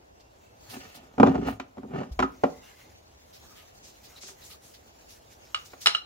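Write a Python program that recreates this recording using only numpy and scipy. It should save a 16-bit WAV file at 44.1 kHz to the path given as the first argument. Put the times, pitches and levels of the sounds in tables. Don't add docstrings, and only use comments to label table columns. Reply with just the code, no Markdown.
import sys
import numpy as np
from scipy import signal
from scipy.fft import rfft, irfft
from scipy.io import wavfile
from scipy.ndimage import uniform_filter1d

SR = 44100
rng = np.random.default_rng(int(sys.argv[2]) if len(sys.argv) > 2 else 0)


def master(y):
    cut = np.clip(np.atleast_2d(y).T, -1, 1)
    pcm = np.round(cut * 32767)
    wavfile.write(sys.argv[1], SR, pcm.astype(np.int16))


N = 266805


def caliper():
    blows = [(.765, -34, -39, -41), (1.18, -22.5, -22, -38), (1.199, -7.5, -8.5, -23), (1.23, -7, -5, -23),
             (1.213, -15.5, -21.5, -41), (1.263, -19, -20, -31), (1.27, -13.5, -17.5, -27.5),
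             (1.281, -22.5, -21.5, -37.5), (1.293, -17, -29, -58), (1.345, -30.5, -25.5, -39.5),
             (1.353, -31.5, -21, -39), (1.378, -25.5, -28.5, -41.5), (1.388, -20, -39, -59),
             (1.424, -22.5, -53.5, -56.5), (1.483, -33.5, -23, -34), (1.598, -33, -27.5, -28.5),
             (1.77, -40.5, -38.5, -54), (1.78, -32.5, -36, -48), (1.832, -32.5, -38, -51),
             (1.845, -33, -37, -67), (2.013, -33.5, -29, -53.5), (2.031, -43.5, -39, -42),
             (2.191, -26, -14.5, -22.5), (2.2, -21, -20.5, -23), (2.224, -25.5, -22.5, -25),
             (2.234, -22.5, -23.5, -29), (2.436, -20, -10, -27), (4.232, -50, -46, -46),
             (4.286, -63, -45.5, -45), (5.733, -53, -39, -45)]
    # f/Hz, level/dB, time to fall 60 dB before scaling by the blow/s
    arch = [(171.8, -11, 0.12), (227.5, -4.5, 0.09), (262.7, 1, 0.13), (319, -4, 0.048), (374, -4, 0.11)]
    # f/Hz, level/dB, time to fall 60 dB before scaling by the blow/s
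    casting = [(454, -8.5, 0.08), (480.9, -1.5, 0.043), (576.6, -5.5, 0.1), (622, 1.5, 0.04),
               (733, 2, 0.087), (814, -3, 0.08), (995, 3, 0.037), (1142, -2.5, 0.1), (1235, -4.5, 0.15),
               (1382, -3.5, 0.086), (1613, -10, 0.066), (1930, -11.5, 0.077), (2390, -12.5, 0.12),
               (2860, -19, 0.081)]
    # f/Hz, level/dB
    contact = [(900, -31), (1700, -1), (3000, -7), (4500, -15), (7200, -19), (8500, -34), (16000, -37)]
    # f/Hz, level/dB
    arch_side = [(60, 0), (200, -20.5), (380, 0.5), (700, 0), (2400, -0.5)]
    # f/Hz, level/dB
    arch_lean = [(125, -1), (260, 0.5), (520, -1), (1000, 0), (2400, 0)]
    # modes, rise/s, first swing/s, later ring/dB, spread of close modes as a share of pitch
    iron = [(arch, .0045, .005, -8, .012),
            (casting, .001, .005, -13, .014)]
    thud = (contact, 0.0027, .015, -10)  # colour, first burst/s, rattle/s, rattle level/dB
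    knocks = strikes(blows, iron, thud, long=0.89, damp=-0.27, hard_db=3, edge=0.63, main_body=1)
    dry_iron = knocks + drags(iron, thud)
    left, right = ports(dry_iron, arch_side, 0.71) + amp(-14.0) * echoes(dry_iron[0], arch_side)
    opposite_lean = [(hz, -db) for hz, db in arch_lean]
    return np.array([colour(left, arch_lean), colour(right, opposite_lean)])


def drags(rings, contact):
    # start t/s, hardest t/s, end t/s, level/dB, grittiness/dB
    strokes = [(0.667, 0.751, .8, -48, 7), (0.79, 0.805, 1.154, -55.5, 9.5), (0.936, 0.952, 2.1, -62, 3),
               (1.234, 1.272, 1.368, -27, 0.5), (1.332, 1.363, 1.394, -35, -0.5),
               (1.37, 1.477, 1.569, -34.5, 2.5), (1.853, 1.947, 2.03, -39.5, -3),
               (1.9, 1.987, 2.16, -39.5, 1)]
    # level/dB, change in dB per dB of grittiness
    drag_mix = [(4.5, -0.47), (-2.5, 0.5), (-15, 2.18)]
    ease_s = .015
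    ends_db = -24
    slip_size = rng.standard_normal(N) * amp(3 * np.minimum(rng.exponential(1, N), 4))
    slips = slip_size * (rng.random(N) < 1200 / SR)
    t, out = np.arange(N) / SR, np.zeros((2, N))
    answers = [ring(rings[0], 0.47, 0), ring(rings[1], 0.27, 0), crack(contact, 1.0)]
    for answer, (mix_db, slope) in zip(answers, drag_mix):
        body = evened(signal.oaconvolve(slips[None], answer, axes=1)[:, :N])
        for start, top, end, db, grit_db in strokes:
            corners = [min(start, top - ease_s), top, max(end, top + 2 * ease_s)]
            swell = amp(np.interp(t, corners, [ends_db, 0, ends_db])) - amp(ends_db)
            out += body * swell * amp(db + mix_db + slope * grit_db)
    return out


def pads():
    # t/s, low ring level/dB, middle ring level/dB, high ring level/dB, clatter level/dB
    clinks = [(2.226, -21, -43, -63.5, -47), (5.545, -22.5, -24, -40.5, -21.5),
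              (5.859, -15.5, -40, -14.5, -8.5), (5.869, -17, -15.5, -15, -7.5),
              (5.948, -21, -17, -31, -22.5), (5.967, -44, -46, -33.5, -53)]
    # f/Hz, level/dB, time to fall 60 dB before scaling by the blow/s
    pad_low = [(1110, -2, 0.03), (1250, -3, 0.33), (1345, 2, 0.13), (1770, -7, 0.2), (2003, -10, .16),
               (2330, -8, 0.15)]
    # f/Hz, level/dB, time to fall 60 dB before scaling by the blow/s
    pad_middle = [(2917, 0.5, 0.23), (2995, -9.5, 0.1), (3200, -9.5, 0.1)]
    # f/Hz, level/dB, time to fall 60 dB before scaling by the blow/s
    pad_high = [(3890, 7, 0.077), (4045, 1.5, 0.54), (5270, -2.5, 0.23), (5394, -6.5, 0.53),
                (5270, -12, 0.14), (7380, -8.5, .08), (8800, -8.5, 0.044), (10070, -8, 0.15),
                (10950, -15, 0.1)]
    # f/Hz, level/dB
    clatter = [(200, -16), (450, -6.5), (800, -2), (1500, 1), (4000, 3.5), (6000, -7), (9000, -13.5),
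               (11500, -54), (13000, -35)]
    # f/Hz, level/dB
    pad_side = [(400, 0.9), (1290, 4.4), (2400, 2.4), (4400, 4.3), (9000, 0.81)]
    # modes, rise/s, first swing/s, later ring/dB, spread of close modes as a share of pitch
    steel = [(pad_low, .0006, .005, -11, .008),
             (pad_middle, .0012, .01, -9, .006),
             (pad_high, .001, .008, -6, .01)]
    clash = (clatter, 0.0041, 0.036, -11)  # colour, first burst/s, rattle/s, rattle level/dB
    dry_steel = strikes(clinks, steel, clash, long=0.55, damp=-0.012, hard_db=-2.5, edge=0.9, main_body=0)
    return ports(dry_steel, pad_side, 0.8) + amp(-11.5) * echoes(dry_steel[0], pad_side)


def strikes(events, rings, contact, long, damp, hard_db, edge, main_body):
    out = np.zeros((N, 2))
    for s, *levels_db, crack_db in events:
        lasts = long * amp(damp * (levels_db[0] - levels_db[1]))
        hardness = hard_db + edge * (crack_db - levels_db[main_body])
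        for db, body in zip(levels_db, rings):
            add(out, s, amp(db) * ring(body, lasts, hardness).T)
        add(out, s, amp(crack_db) * crack(contact, lasts).T)
    return out.T


def ring(body, long, hard_db):
    soft_rise = 0.24
    modes, rise, first, tail_db, split = body
    hz, db, t60 = np.transpose(modes * 5)
    step = np.arange(96) / SR
    t = np.arange(len(step) ** 2) / SR
    spot, off, phase, other = rng.standard_normal((len(hz), 4)).T
    size = amp(db + 1.2 * spot + hard_db * np.log2(hz / hz[0]))
    decay = np.log(1000) / np.maximum(t60 * long, .005)
    pole = 2j * np.pi * hz * (1 + split * off) - decay
    phases = np.exp([.8j * phase, 3j * other])[:, None]
    starts = size * phases * np.exp(np.outer(step * len(step), pole))
    waves = (starts @ np.exp(np.outer(pole, step))).imag.reshape(2, -1)
    swell = (1 - np.exp(-t / (rise * amp(-soft_rise * hard_db)))) ** 2
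    fall = np.exp(-t / (first * long)) + amp(tail_db)
    waves *= swell * fall * (1 - (t / t[-1]) ** 2)
    return waves / abs(waves[0]).max()


def crack(body, long):
    spectrum, first, after, tail_db = body
    t = np.arange(SR // 5) / SR
    burst = evened(colour(rng.standard_normal((2, len(t))), spectrum)) * (1 - np.exp(-t / 0.0014))
    return burst / 2 * (np.exp(-t / (first * long)) + amp(tail_db) * np.exp(-t / (after * long)))


def sways():
    # t/s, level/dB, f/Hz, time to fall 60 dB/s
    pushes = [(0.681, -46, 114, 0.12), (1.2, -41, 65, 0.8), (1.261, -27, 95, 0.22),
              (1.35, -41.5, 61.8, 0.37), (1.45, -39, 65, 0.31), (1.519, -40.5, 104.7, 0.2),
              (2.11, -25, 59.5, 0.1), (2.168, -36, 56.4, 0.36), (2.438, -46, 70.6, 0.18)]
    out, t = np.zeros(N), np.arange(SR // 2) / SR
    for s, db, hz, t60 in pushes:
        swell = 1 - np.exp(-t / 0.0087)
        add(out, s, amp(db - 60 * t / t60) * np.sin(2 * np.pi * hz * t) * swell * 2)
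    return out


def cloth():
    # t/s, level/dB
    rustle = [(0.0, -72.5), (0.521, -68.5), (0.76, -53), (1.14, -70.5), (1.376, -64), (1.648, -74.5),
              (2.68, -61), (3.03, -67.5), (3.28, -64.5), (3.45, -60.5), (4.04, -61), (4.8, -64.5),
              (5.37, -63), (5.91, -60.5), (6.05, -73)]
    # f/Hz, level/dB
    rustle_colour = [(500, 5.5), (1500, 6), (3500, 4.5), (6800, 7.5), (8100, -0.5), (14500, 2.5),
                     (16000, 2)]
    # t/s, level/dB, brightest f/Hz, sheen level/dB, length/s
    swishes = [(0.203, -62.5, 4650, -22, 0.041), (0.705, -49, 4500, -3, 0.065),
               (0.952, -52.5, 4400, -8.5, 0.049), (1.479, -51, 2530, -4, 0.091),
               (2.122, -58, 5300, -9, 0.032), (2.679, -63.5, 2600, -17, 0.14),
               (2.797, -61.5, 2280, -13, 0.12), (3.34, -56, 5010, -12, 0.074),
               (3.569, -58.5, 3060, -15, 0.13), (3.848, -54.5, 6360, -19, 0.12),
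               (4.046, -56, 4940, -10, 0.078), (4.173, -54.5, 4250, -17, 0.046),
               (4.224, -48, 6400, -37, 0.11), (4.276, -49, 6550, -13, 0.086),
               (4.419, -58, 4230, -11, 0.068), (4.449, -52.5, 7040, -8, .085),
               (4.5095, -51.5, 4460, -4.5, 0.073), (4.647, -60, 7000, -4, 0.14),
               (4.743, -55, 4530, -15, 0.047), (5.104, -55.5, 5850, -7.5, 0.094),
               (5.312, -62.5, 5900, -19, 0.084), (5.656, -54, 6540, -7, 0.054),
               (5.818, -46, 6030, -5, 0.074)]
    # f/Hz, level/dB
    cloth_side = [(500, 2), (2400, 1), (8000, 0.011)]
    sheen_db, sheen_grows = -5.5, 0.23
    t, hz = np.arange(N) / SR, np.fft.rfftfreq(N, 1 / SR)
    level_db = np.interp(t, *np.transpose(rustle))
    over_db = level_db + 65
    body, sheen = amp(level_db), amp(level_db + sheen_db + sheen_grows * over_db)
    out = []
    for _ in range(2):
        fibres = rfft(noise(rustle_colour, count=N, patchy_db=3.0, flicker_db=2.35))
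        low = evened(irfft(fibres * (hz < 8000), N))
        high = evened(irfft(fibres * (hz >= 8000), N))
        mix = low * body + high * sheen
        for at, peak_db, bright_hz, shine_db, long in swishes:
            u = np.arange(SR // 5) / SR / long
            shape = (3 * u * np.exp(1 - 3 * u)) ** 2 * amp(peak_db)
            grit = evened(uniform_filter1d(rng.standard_normal(len(u)), size=150))
            shape = shape * amp(0.72 * grit)
            at = at - 0.23 * long
            band = [(300, -30), (bright_hz / 3.2, -12), (bright_hz, 0), (bright_hz + 2000, -9), (20000, -40)]
            catches = rng.standard_normal(len(u)) * amp(2.8 * np.minimum(rng.exponential(1, len(u)), 5))
            add(mix, at, shape * evened(colour(catches, band)))
            add(mix, at, shape * amp(shine_db) * high[round(at * SR):][:len(u)])
        out.append(mix)
    side = colour(out[1], cloth_side)
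    return np.array([out[0] + side, out[0] - side])


def scuffs():
    # start t/s, length/s, f/Hz, level/dB
    rubs = [(2.512, 0.14, 2040, -65), (2.61, 0.11, 2820, -63), (2.638, 0.28, 2075, -66.5),
            (2.67, 0.09, 1680, -66), (3.455, 0.24, 1260, -66), (4.156, 0.042, 3920, -54),
            (4.228, 0.13, 397, -59), (4.416, 0.034, 3970, -60), (4.483, 0.083, 1224, -64)]
    width = 0.043
    out = np.zeros(N)
    for s, long, hz, db in rubs:
        band = [(hz * (1 - 4 * width), -40), (hz * (1 - width), -6), (hz, 0),
                (hz * (1 + width), -6), (hz * (1 + 4 * width), -40)]
        sung = evened(colour(rng.standard_normal(round(long * SR)), band))
        add(out, s, amp(db) * sung * signal.windows.tukey(len(sung), .5))
    return out


def bird():
    # start t/s, length/s, starting f/Hz, level/dB
    whistles = [(0.097, .26, 2700, -78.5), (0.407, 0.18, 2640, -75.5)]
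    rise = 0.099
    out = np.zeros(N)
    for s, long, hz, db in whistles:
        t = np.arange(0, long, 1 / SR)
        waver = 12 * evened(uniform_filter1d(rng.standard_normal(len(t)), size=400))
        pitch = hz * (1 + rise * t) + waver
        tone = np.sqrt(2) * np.sin(2 * np.pi * np.cumsum(pitch) / SR)
        add(out, s, tone * amp(db + 0.39 * waver) * signal.windows.tukey(len(t), .5))
    return out


def room():
    # f/Hz, level/dB
    room_mid = [(12, -12.5), (20, -10.5), (70, 3), (127, -5.5), (146, -10), (328, -9.5), (780, -11),
                (1220, -23.5), (2260, -28), (2670, -25), (7110, -42), (16000, -43.5)]
    # f/Hz, level/dB
    room_side = [(12, -42), (20, -13), (65, -17), (277, -18), (319, -10), (642, -4), (2670, -25.5),
                 (11100, -41), (16000, -31.5)]
    mid = amp(-59) * noise(room_mid, count=N, patchy_db=0.6, flicker_db=-1.22)
    side = amp(-59.5) * noise(room_side, count=N, patchy_db=1.0, flicker_db=1.0)
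    return np.array([mid + side, mid - side])


def echoes(x, side):
    # f/Hz, time to fall 60 dB/s
    echo_t60 = [(200, 0.39), (1500, 0.28), (8000, 0.23)]
    taps = np.zeros((2, SR // 2))
    at = np.arange(200, SR // 2 - 20, 20) + rng.integers(0, 20, (2, (SR // 2 - 201) // 20))
    np.put_along_axis(taps, at, rng.choice([-1., 1.], at.shape), 1)
    hz, t, z = signal.stft(taps, SR, nperseg=256)
    fall = amp(-60 * t / read(echo_t60, hz)[:, None])
    tail = signal.istft(z * fall, SR, nperseg=256)[1]
    mid, apart = signal.oaconvolve(x[None], tail / np.linalg.norm(tail[0]), axes=1)[:, :N]
    apart = colour(apart, side)
    return np.array([mid + apart, mid - apart])


def ports(pair, side, alike):
    alike = np.clip(alike, 0, 1)
    quarter_turn = signal.hilbert(pair[0]).imag
    turned = colour(alike * quarter_turn + np.sqrt(1 - alike ** 2) * pair[1], side)
    return np.array([pair[0] - turned, pair[0] + turned])


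def noise(spectrum, count, patchy_db, flicker_db):
    a, b, patches = rng.standard_normal((count // 128 + 8, 257, 3)).T
    flicker = evened(uniform_filter1d(patches[0], size=14))
    patches = evened(uniform_filter1d(uniform_filter1d(patches, size=6, axis=0), size=20, axis=1))
    z = (a + 1j * b) * amp(patchy_db * patches + flicker_db * flicker)
    return evened(colour(signal.istft(z, nperseg=512, noverlap=384)[1][:count], spectrum))


def colour(x, points):
    gain = amp(read(points, np.fft.rfftfreq(x.shape[-1], 1 / SR)))
    return irfft(rfft(x) * gain, x.shape[-1])


def read(points, hz):
    f, value = np.transpose(points)
    return np.interp(np.log(hz + 1), np.log(f + 1), value)


def amp(db):
    return 10 ** (np.asarray(db) / 20)


def evened(x):
    return x / np.sqrt(np.mean(x ** 2) + 1e-20)


def add(mix, s, sound):
    part = mix[round(s * SR):][:len(sound)]
    part += sound[:len(part)]


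def scene():
    return caliper() + pads() + sways() + cloth() + scuffs() + bird() + room()


def record(dry):
    edge_hz = 15830
    bass_cut = signal.butter(2, 38, "high", fs=SR, output="sos")
    held = np.clip(signal.sosfilt(bass_cut, dry), -1, 1)
    band_limit = signal.firwin(511, edge_hz, window=("kaiser", 9), fs=SR)
    return signal.oaconvolve(held, band_limit[None], "same")


dry = scene()
out = record(dry)
master(out)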